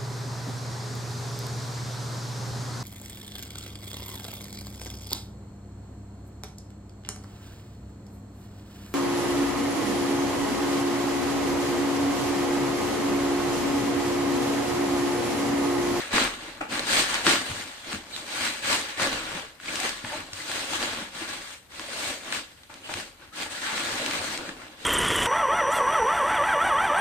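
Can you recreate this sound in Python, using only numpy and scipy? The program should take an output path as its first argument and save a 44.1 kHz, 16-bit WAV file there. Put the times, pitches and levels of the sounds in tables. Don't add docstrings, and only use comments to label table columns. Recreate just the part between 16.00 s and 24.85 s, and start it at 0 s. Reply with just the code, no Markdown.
import sys
import numpy as np
from scipy import signal
from scipy.fft import rfft, irfft, next_fast_len
from scipy.io import wavfile
from scipy.ndimage import uniform_filter1d

SR = 44100
rng = np.random.default_rng(int(sys.argv[2]) if len(sys.argv) > 2 else 0)


def bounce(signal):
    frames = np.transpose(np.atleast_2d(signal))
    limited = np.clip(frames, -1, 1)
    pcm = np.round(limited * 32767).astype(np.int16)
    wavfile.write(sys.argv[1], SR, pcm)


N = 390285

# (frequency [Hz], density [dB])
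BACKGROUND_SPECTRUM = [(25, -19), (45, -8), (60, 3), (85, -5), (150, -3), (300, -7), (700, -12),
                       (2000, -24), (6000, -32.5), (12000, -23), (15000, -33)]
# (frequency [Hz], rms level [dB])
HUM_TONES = [(83, -66.5)]
# (frequency [Hz], t60 [s])
ROOM_T60 = [(200, 0.34), (1400, 0.27), (4000, 0.42), (10000, 0.3)]
# (frequency [Hz], width [Hz], gain [dB])
ROOM_MODES = [(57, 30, -23), (93, 16, 4.5), (155, 59, -3.5), (251, 12, 2.5), (319, 21, 3), (402, 54, -3.5),
              (500, 44, -2), (704, 113, -4.5), (850, 40, 1.5), (988, 136, -2.5), (1133, 95, 4),
              (1235, 150, -2), (1433, 40, 4), (1682, 33, 4.5)]
# (frequency [Hz], side re mid [dB])
PORT_SIDE = [(60, -5.5), (260, -11.5), (450, -6.5), (800, -1), (1400, 1), (3000, 0), (15000, 0.5)]
# (frequency [Hz], left re right [dB])
PORT_BALANCE = [(300, .4), (1000, 1), (1650, 5), (2800, -1.5), (3600, -4.5), (4300, -5.5), (5000, 1),
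                (6000, 7), (8000, 17), (9000, 20), (11000, 3), (13000, 5), (15000, 0)]
# (frequency [Hz], gain [dB])
MIC_RESPONSE = [(3000, -2), (4200, -1), (5300, -2), (7000, -1), (8700, 2), (10700, -1.5), (12500, 0),
                (14800, -0.5)]

# (time [s], level [dB], pitch [Hz])
THUDS = [(0.136, -20.5, 237), (0.139, -27, 126), (.14, -26, 40), (0.214, -17, 255), (0.614, -33, 285),
         (1.294, -27, 332), (1.498, -28.5, 130), (1.51, -22, 96), (1.936, -27, 204), (1.94, -28.5, 85),
         (3.35, -31, 179), (4.038, -32, 251.4), (4.04, -31, 105), (4.33, -34.5, 99), (5.02, -32, 194),
         (5.217, -29, 325), (5.219, -39, 88), (6.952, -29, 97), (7.67, -41, 100), (8.2, -32, 103),
         (8.49, -30.5, 193)]
# (time [s], level [dB])
TAPS = [(0.608, -2), (4.045, -16), (4.173, -17), (6.697, -19), (6.891, -9), (7.458, -13)]
# (frequency [Hz], gain [dB])
THUMP_SPECTRUM = [(60, -27), (300, -6), (900, 7), (1500, 6), (2400, -1), (3500, -22), (8000, -15),
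                  (15000, -64)]
# (frequency [Hz], level [dB], t60 [s])
TAP_MODES = [(335, -15, 0.14), (615, -6, 0.04), (866, 9.5, 0.014), (1330, 2.5, 0.0087), (2320, 0, 0.01)]
# (delay [s], level [dB])
FINGERS = [(0, -4), (.0035, 1), (.0065, -7), (.009, -23)]
# (time [s], length [s], level [dB], resonance [Hz])
MAT_RUBS = [(3.777, 0.08, -38.5, 750), (4.119, 0.063, -39, 604), (5.789, 0.44, -44, 595),
            (6.223, 0.11, -48, 610), (6.883, 0.058, -44, 810), (7.989, 0.068, -36, 580)]
# (time [s], length [s], level [dB], start pitch [Hz], end pitch [Hz])
SQUEAKS = [(2.103, .025, -47, 2100, 2550), (2.113, 0.065, -41.5, 4150, 3730),
           (3.675, 0.0256, -35.5, 1940, 2720), (4.087, 0.025, -45, 1790, 1770),
           (4.123, 0.032, -39.5, 877, 857), (4.396, 0.02, -40, 2010, 2050), (6.815, 0.082, -48, 2970, 2840),
           (7.207, 0.036, -56, 1435, 1580), (7.314, 0.035, -52, 1200, 1420)]

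# (time [s], level [dB], t60 [s])
JERKS = [(1.266, -16, 0.17), (2.995, -26, 0.22), (3.685, -34, 0.058), (6.346, -50, 0.23),
         (7.727, -28, 0.045), (7.799, -31, 0.049), (8.108, -40, 0.076)]
# (frequency [Hz], gain [dB])
JERK_SPECTRUM = [(60, -12), (260, 7.5), (600, 0), (1400, -8.5), (4000, -4.5), (6000, -10), (9000, -31),
                 (11000, -38)]
# (time [s], level [dB], brightness [dB], fold pitch [Hz])
CREASES = [(.181, 7, -31, 1110), (0.793, -2, -6, 4020), (1.143, 0.5, -8, 1970), (1.266, 7.5, -12, 1370),
           (1.929, -7.5, -6, 1170), (2.163, -9, -3, 3670), (2.996, -3, -23, 1370), (3.6, -17.5, -18, 1530),
           (3.658, -16.5, -11, 2310), (3.756, -4, -1, 2790), (3.801, -8, 19, 1990), (3.892, -5, -1, 1670),
           (4.047, -7.5, -22, 1720), (4.332, -9, -1, 5040), (4.515, -3.5, -6, 1750), (4.827, -3, -8, 3070),
           (5.795, -10.5, -8, 1030), (6.324, -1.5, -7, 1710), (6.633, -23.5, -9, 3730),
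           (6.74, -17, -2, 970), (6.939, -4, -9, 2500), (7.778, -5, -13, 2000), (7.804, -6, -14, 1160),
           (8.062, -3.5, -3, 2800), (8.11, -5, -6, 2270), (8.375, -9.5, 1, 2320), (8.491, -9.5, -12, 1730)]
# (frequency [Hz], gain [dB])
CREASE_SPECTRUM = [(40, -12), (250, -18), (800, 1), (1600, 5), (4000, 8.5), (8500, 3), (11000, -13),
                   (15000, -18)]
# (start [s], rise [s], hold [s], t60 [s], level [dB], tautness [dB], slackness [dB])
STROKES = [(-0.053, 0.046, 0.003, 0.53, -29.5, -3, -5), (0.098, 0.082, 0.025, 0.44, -22, -2.5, 2),
           (0.344, 0.078, 0.051, 1.0, -42.5, -4, 3.5), (0.678, 0.067, 0.0062, 1, -31.5, -1.5, 3),
           (0.829, 0.17, 0.0, 0.44, -22, 1.5, -2.5), (1.034, 0.12, 0.014, 0.77, -29.5, -3, -3.5),
           (1.222, 0.087, 0, 0.48, -20.5, -0.5, 1.5), (1.4, 0.096, 0.13, 0.31, -37, 0.5, 0.5),
           (1.643, 0.055, 0.15, 0.61, -46, -0.5, -3.5), (1.821, 0.12, 0, 0.48, -37, -1, 5.5),
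           (2.037, 0.161, 0.013, 0.53, -41.5, 2.0, 3), (2.196, 0.27, 0.0, 0.79, -30, 0, -3.5),
           (2.6, 0.13, 0.0, 0.58, -25, 0.5, -1), (2.822, 0.06, 0.053, 0.5, -37.5, -4, -8),
           (2.953, 0.076, 0.0037, 0.69, -26.5, -1.0, 2.0), (3.099, 0.037, 0.051, 0.59, -34, -3, 1.5),
           (3.22, 0.11, 0.064, 0.41, -37, -2.5, 1.0), (3.571, 0.27, 0.025, 0.72, -31.5, 0, -1),
           (3.973, 0.19, 0.0, 0.55, -36.5, -1.5, 4), (4.27, 0.18, 0.13, 0.22, -38.5, 2, -1.5),
           (4.456, 0.058, 0.14, 0.5, -34.5, 0.5, 0), (4.651, 0.082, 0.03, 0.6, -31, 0.5, 1.5),
           (4.765, 0.069, 0.054, 0.46, -31.5, -2, 0), (4.898, 0.034, 0.1, 0.33, -37.5, -2.5, 1),
           (5.073, 0.17, 0.12, 0.62, -37, -1, -1.5), (5.387, 0.068, 0.077, 0.28, -43.5, 2.5, -9),
           (5.673, 0.131, 0.057, 0.35, -40.5, 0, 0), (5.812, 0.271, 0.02, 0.47, -32.5, 2, -1.0),
           (6.155, 0.16, 0.023, 0.61, -39, -1.5, 2), (6.295, 0.057, 0.028, 0.21, -32, 0, -9),
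           (6.68, 0.031, 0.072, 0.4, -50.5, -1, 5.5), (6.789, 0.21, 0.0, 0.42, -37.5, 0.5, 1.5),
           (7.16, 0.079, 0.0, 0.53, -50.5, -4, 3), (7.311, 0.121, 0.0016, 0.35, -33.5, -0.5, -2),
           (7.484, 0.038, 0.1, 0.54, -37.5, 0.5, -4), (7.592, 0.066, 0.07, 0.57, -32.0, -3, -5),
           (7.722, 0.06, 0.022, 0.65, -33, 0, -0.5), (7.8, 0.13, 0.26, 0.57, -32.5, -0.5, 1),
           (8.183, 0.064, 0.11, 0.22, -34.5, 0.5, 1.5), (8.366, 0.018, 0.099, 0.57, -41.0, -3, 9),
           (8.546, 0.087, 0.005, 1.0, -46.5, -5, 3.5), (8.744, 0.157, 0.01, 0.47, -40, -1, 3.0)]
# (frequency [Hz], density [dB])
CLOTH_SPECTRUM = [(15, -43), (25, -9), (61, -14), (96, -1.5), (156, -12), (260, -0.5), (410, -6.5),
                  (482, -1.5), (1270, -4.5), (1410, -3), (4040, -6.5), (5880, -13), (8580, -14),
                  (10900, -26.5), (15500, -29)]
# (frequency [Hz], share of tautness [ratio])
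TAUT_TILT = [(300, -0.13), (900, -0.39), (1650, -0.31), (2800, 0.049), (4200, 0.46), (6000, 0.73),
             (8500, 0.95), (12000, 1.0)]
# (frequency [Hz], share of slackness [ratio])
SLACK_TILT = [(90, 1), (170, 0.84), (300, 0.98), (550, 0.5), (950, 0.29), (1700, 0.013)]


def gain_of(db):
    return 10 ** (np.asarray(db) / 20)


def unit_rms(x):
    return x / np.sqrt(np.mean(x ** 2) + 1e-20)


def curve_at(points, hz):
    points_hz, values = np.transpose(points)
    return np.interp(np.log(hz + 1), np.log(points_hz + 1), values)


def add(mix, time_s, sound):
    part = mix[:, max(round(time_s * SR), 0):][:, :sound.shape[1]]
    part += sound[:, :part.shape[1]]


def filtered(x, db_at):
    size = next_fast_len(x.shape[-1] + 2048)
    gain = gain_of(db_at(np.fft.rfftfreq(size, 1 / SR)))
    return irfft(rfft(x, size) * gain, size)[..., :x.shape[-1]]


def click(db_at, size=1024):
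    log_gain = np.log(gain_of(db_at(abs(np.fft.fftfreq(size, 1 / SR)))))
    pulse = np.fft.ifft(np.exp(np.conj(signal.hilbert(log_gain)))).real
    return pulse / np.linalg.norm(pulse)


def wander(t, step_s):
    knots = rng.standard_normal(4000)
    return np.interp(t / step_s, np.arange(len(knots)), knots)


def background(noise_db=-57.5):
    t = np.arange(N) / SR
    mid, side = rng.standard_normal((2, N))
    side = filtered(side, lambda hz: curve_at(PORT_SIDE, hz))
    noise = filtered(np.array([mid + side, mid - side]), lambda hz: curve_at(BACKGROUND_SPECTRUM, hz))
    hum = sum(gain_of(db) * np.sqrt(2) * np.sin(2 * np.pi * hz * t) for hz, db in HUM_TONES)
    return gain_of(noise_db) * unit_rms(noise) + hum


def room(x, wet_db, size=12000, reflections=700, gap_s=0.002):
    echoes = np.zeros((2, size))
    delays = rng.integers(round(gap_s * SR), size, (2, reflections))
    np.put_along_axis(echoes, delays, rng.choice([-1., 1.], delays.shape), 1)
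    hz, t, spectra = signal.stft(echoes, SR, nperseg=256)
    tail = signal.istft(spectra * gain_of(-60 * t / curve_at(ROOM_T60, hz)[:, None]), SR)[1]
    paths = gain_of(wet_db) * tail / np.linalg.norm(tail[0])
    paths[[0, 1], rng.integers(16, 26, 2)] += 1
    mid = paths.mean(0)
    side = filtered(paths[0] - mid, lambda hz: curve_at(PORT_SIDE, hz))
    response = np.array([mid + side, mid - side]) / np.linalg.norm(mid)
    return signal.fftconvolve(x[None], response, axes=1)


def billow(level_db=-25, mode_hz=39.2, t60_s=0.84):
    *_, slack_db = np.transpose(STROKES)
    t = np.arange(N) / SR
    frames_s = t[::256]
    shove = np.sqrt(gain_of(slack_db) ** 2 @ stroke_power(frames_s))
    push = rng.standard_normal(N) * np.interp(t, frames_s, shove)
    mode = np.sin(2 * np.pi * mode_hz * t[:SR]) * gain_of(-60 * t[:SR] / t60_s)
    return gain_of(level_db) * signal.fftconvolve(push, mode / np.linalg.norm(mode))[:N]


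def thuds(rise_s=0.001, t60_s=0.067):
    out, t = np.zeros((2, N)), np.arange(SR // 4) / SR
    envelope = (1 - np.exp(-t / rise_s)) * gain_of(-60 * t / t60_s)
    for time_s, db, hz in THUDS:
        ring = np.sin(2 * np.pi * hz * t) * envelope
        add(out, time_s, gain_of(db) * room(ring, wet_db=-6))
    return out


def taps(thump_db=-5):
    out, t = np.zeros((2, N)), np.arange(2048) / SR
    ring = sum(gain_of(db - 60 * t / t60_s) * np.sin(2 * np.pi * hz * t) for hz, db, t60_s in TAP_MODES)
    thump = click(lambda hz: curve_at(THUMP_SPECTRUM, hz), size=len(t))
    pat = ring / np.linalg.norm(ring) + gain_of(thump_db) * thump
    for time_s, db in TAPS:
        for delay_s, finger_db in FINGERS:
            finger = np.convolve(pat, shiver(decay_s=0.0012))
            add(out, time_s + delay_s, gain_of(db + finger_db) * room(finger, wet_db=2))
    return out


def mat_rubs(width_oct=0.45, overtone_ratio=3.7, overtone_db=-10):
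    def bell(hz, centre_hz):
        return 1 / (1 + (2 * np.log2((hz + 1) / centre_hz) / width_oct) ** 2)
    out = np.zeros((2, N))
    for time_s, length_s, db, mat_hz in MAT_RUBS:
        def skin_db(hz):
            overtone = gain_of(overtone_db) * bell(hz, overtone_ratio * mat_hz)
            return 20 * np.log10(bell(hz, mat_hz) + overtone)
        n = round(length_s * SR)
        scuff = unit_rms(filtered(rng.standard_normal(n), skin_db)) * signal.windows.tukey(n, 0.5)
        add(out, time_s, gain_of(db) * room(scuff, wet_db=-14))
    return out


def squeaks(jitter_ratio=0.075, slip_samples=24):
    out = np.zeros((2, N))
    for time_s, length_s, db, start_hz, end_hz in SQUEAKS:
        n = round(length_s * SR)
        slip = unit_rms(uniform_filter1d(rng.standard_normal(n), slip_samples))
        hz = np.linspace(start_hz, end_hz, n) * (1 + jitter_ratio * slip)
        tone = np.sin(2 * np.pi * np.cumsum(hz) / SR) * np.hanning(n)
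        add(out, time_s, gain_of(db) * room(unit_rms(tone), wet_db=-8))
    return out


def jerks(rise_s=0.00099):
    out, t = np.zeros((2, N)), np.arange(SR // 4) / SR
    for time_s, db, t60_s in JERKS:
        spray = unit_rms(filtered(rng.standard_normal(len(t)), lambda hz: curve_at(JERK_SPECTRUM, hz)))
        envelope = (1 - np.exp(-t / rise_s)) * gain_of(-60 * t / t60_s)
        add(out, time_s, gain_of(db) * room(spray * envelope, wet_db=1.5))
    return out


def shiver(decay_s, size=1024):
    burst = rng.standard_normal(size) * np.exp(-np.arange(size) / SR / decay_s)
    phase = np.angle(rfft(burst))
    return irfft(np.exp(1j * phase), size)[:size // 2]


def creases(ring_db=7, ring_oct=0.19):
    out = np.zeros((2, N))
    for time_s, db, bright_db, fold_hz in CREASES:
        def snap_db(hz):
            fold_db = ring_db * np.exp(-(np.log2((hz + 1) / fold_hz) / ring_oct) ** 2)
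            return curve_at(CREASE_SPECTRUM, hz) + curve_at(TAUT_TILT, hz) * bright_db + fold_db
        snap = np.convolve(click(snap_db), shiver(decay_s=0.0019))
        add(out, time_s, gain_of(db) * room(snap, wet_db=-7.5))
    return out


def crinkles(per_s, spread_db, clump_db, clump_s, decay_s):
    sizes = gain_of(spread_db * np.minimum(rng.exponential(1, N), 5))
    clicks = sizes * rng.choice([-1., 1.], N) * (rng.random(N) < per_s / SR)
    clumps = gain_of(clump_db * wander(np.arange(N) / SR, clump_s))
    return signal.oaconvolve(unit_rms(clicks * clumps), shiver(decay_s))[:N]


def stroke_power(t, settle_db=-20.5, settle_t60_s=2.27):
    start_s, rise_s, hold_s, t60_s, db, _, _ = np.transpose(STROKES)[:, :, None]
    attack = np.sin(np.pi / 2 * np.clip((t - start_s) / rise_s, 0, 1)) ** 3
    after_s = np.maximum(t - start_s - rise_s - hold_s, 0)
    release = gain_of(-60 * after_s / t60_s) ** 2
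    settle = gain_of(settle_db - 60 * after_s / settle_t60_s) ** 2
    return gain_of(db) ** 2 * attack * (release + settle)


def cloth_patches(count=14, rub_db=-2.5, stray_db=-13.5):
    patches = np.zeros((2, N))
    for _ in range(count):
        buckles = crinkles(per_s=150, spread_db=3.5, clump_db=3, clump_s=0.018, decay_s=0.00074)
        rubbing = gain_of(rub_db) * rng.standard_normal(N)
        patches += room(rubbing + buckles, wet_db=2.5)[:, :N]
    strays = crinkles(per_s=6.8, spread_db=-2.5, clump_db=0, clump_s=0.046, decay_s=0.00098)
    return patches / np.std(patches.mean(0)) + gain_of(stray_db) * room(strays, wet_db=-1)[:, :N]


def rustle(trim_db=1.1, fold_db=1.37, catch_db=0.44, catch_s=0.02):
    hz, t, spectra = signal.stft(cloth_patches(), SR, nperseg=512, noverlap=384)
    *_, taut_db, slack_db = np.transpose(STROKES)
    colour = unit_rms(gain_of(curve_at(CLOTH_SPECTRUM, hz)))[:, None]
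    tilt_db = np.outer(curve_at(TAUT_TILT, hz), taut_db) + np.outer(curve_at(SLACK_TILT, hz), slack_db)
    motion = np.sqrt(gain_of(tilt_db) ** 2 @ stroke_power(t))
    motion *= gain_of(catch_db * wander(t, catch_s))
    folds = uniform_filter1d(rng.standard_normal(motion.shape), size=6, axis=0)
    folds = unit_rms(uniform_filter1d(folds, size=12, axis=1))
    spectra = spectra * colour * motion * gain_of(fold_db * folds)
    return gain_of(trim_db) * signal.istft(spectra, SR, nperseg=512, noverlap=384)[1][:, :N]


def scene():
    def modes_db(hz):
        return sum(db / (1 + (2 * (hz - mode_hz) / width_hz) ** 2)
                   for mode_hz, width_hz, db in ROOM_MODES)
    handling = rustle() + jerks() + creases() + squeaks() + mat_rubs() + taps() + thuds()
    return filtered(handling, modes_db) + billow() + background()


def record(dry, cutoff_hz=15550):
    def ports_db(hz):
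        left_power = gain_of(curve_at(PORT_BALANCE, hz)) ** 2
        shares = np.array([left_power, np.ones_like(left_power)]) / (1 + left_power)
        return curve_at(MIC_RESPONSE, hz) + 10 * np.log10(2 * shares)
    low_pass = signal.firwin(511, cutoff_hz, window=("kaiser", 9), fs=SR)
    return signal.oaconvolve(filtered(dry, ports_db), low_pass[None], "same", axes=1)


dry = scene()
out = record(dry)
bounce(out)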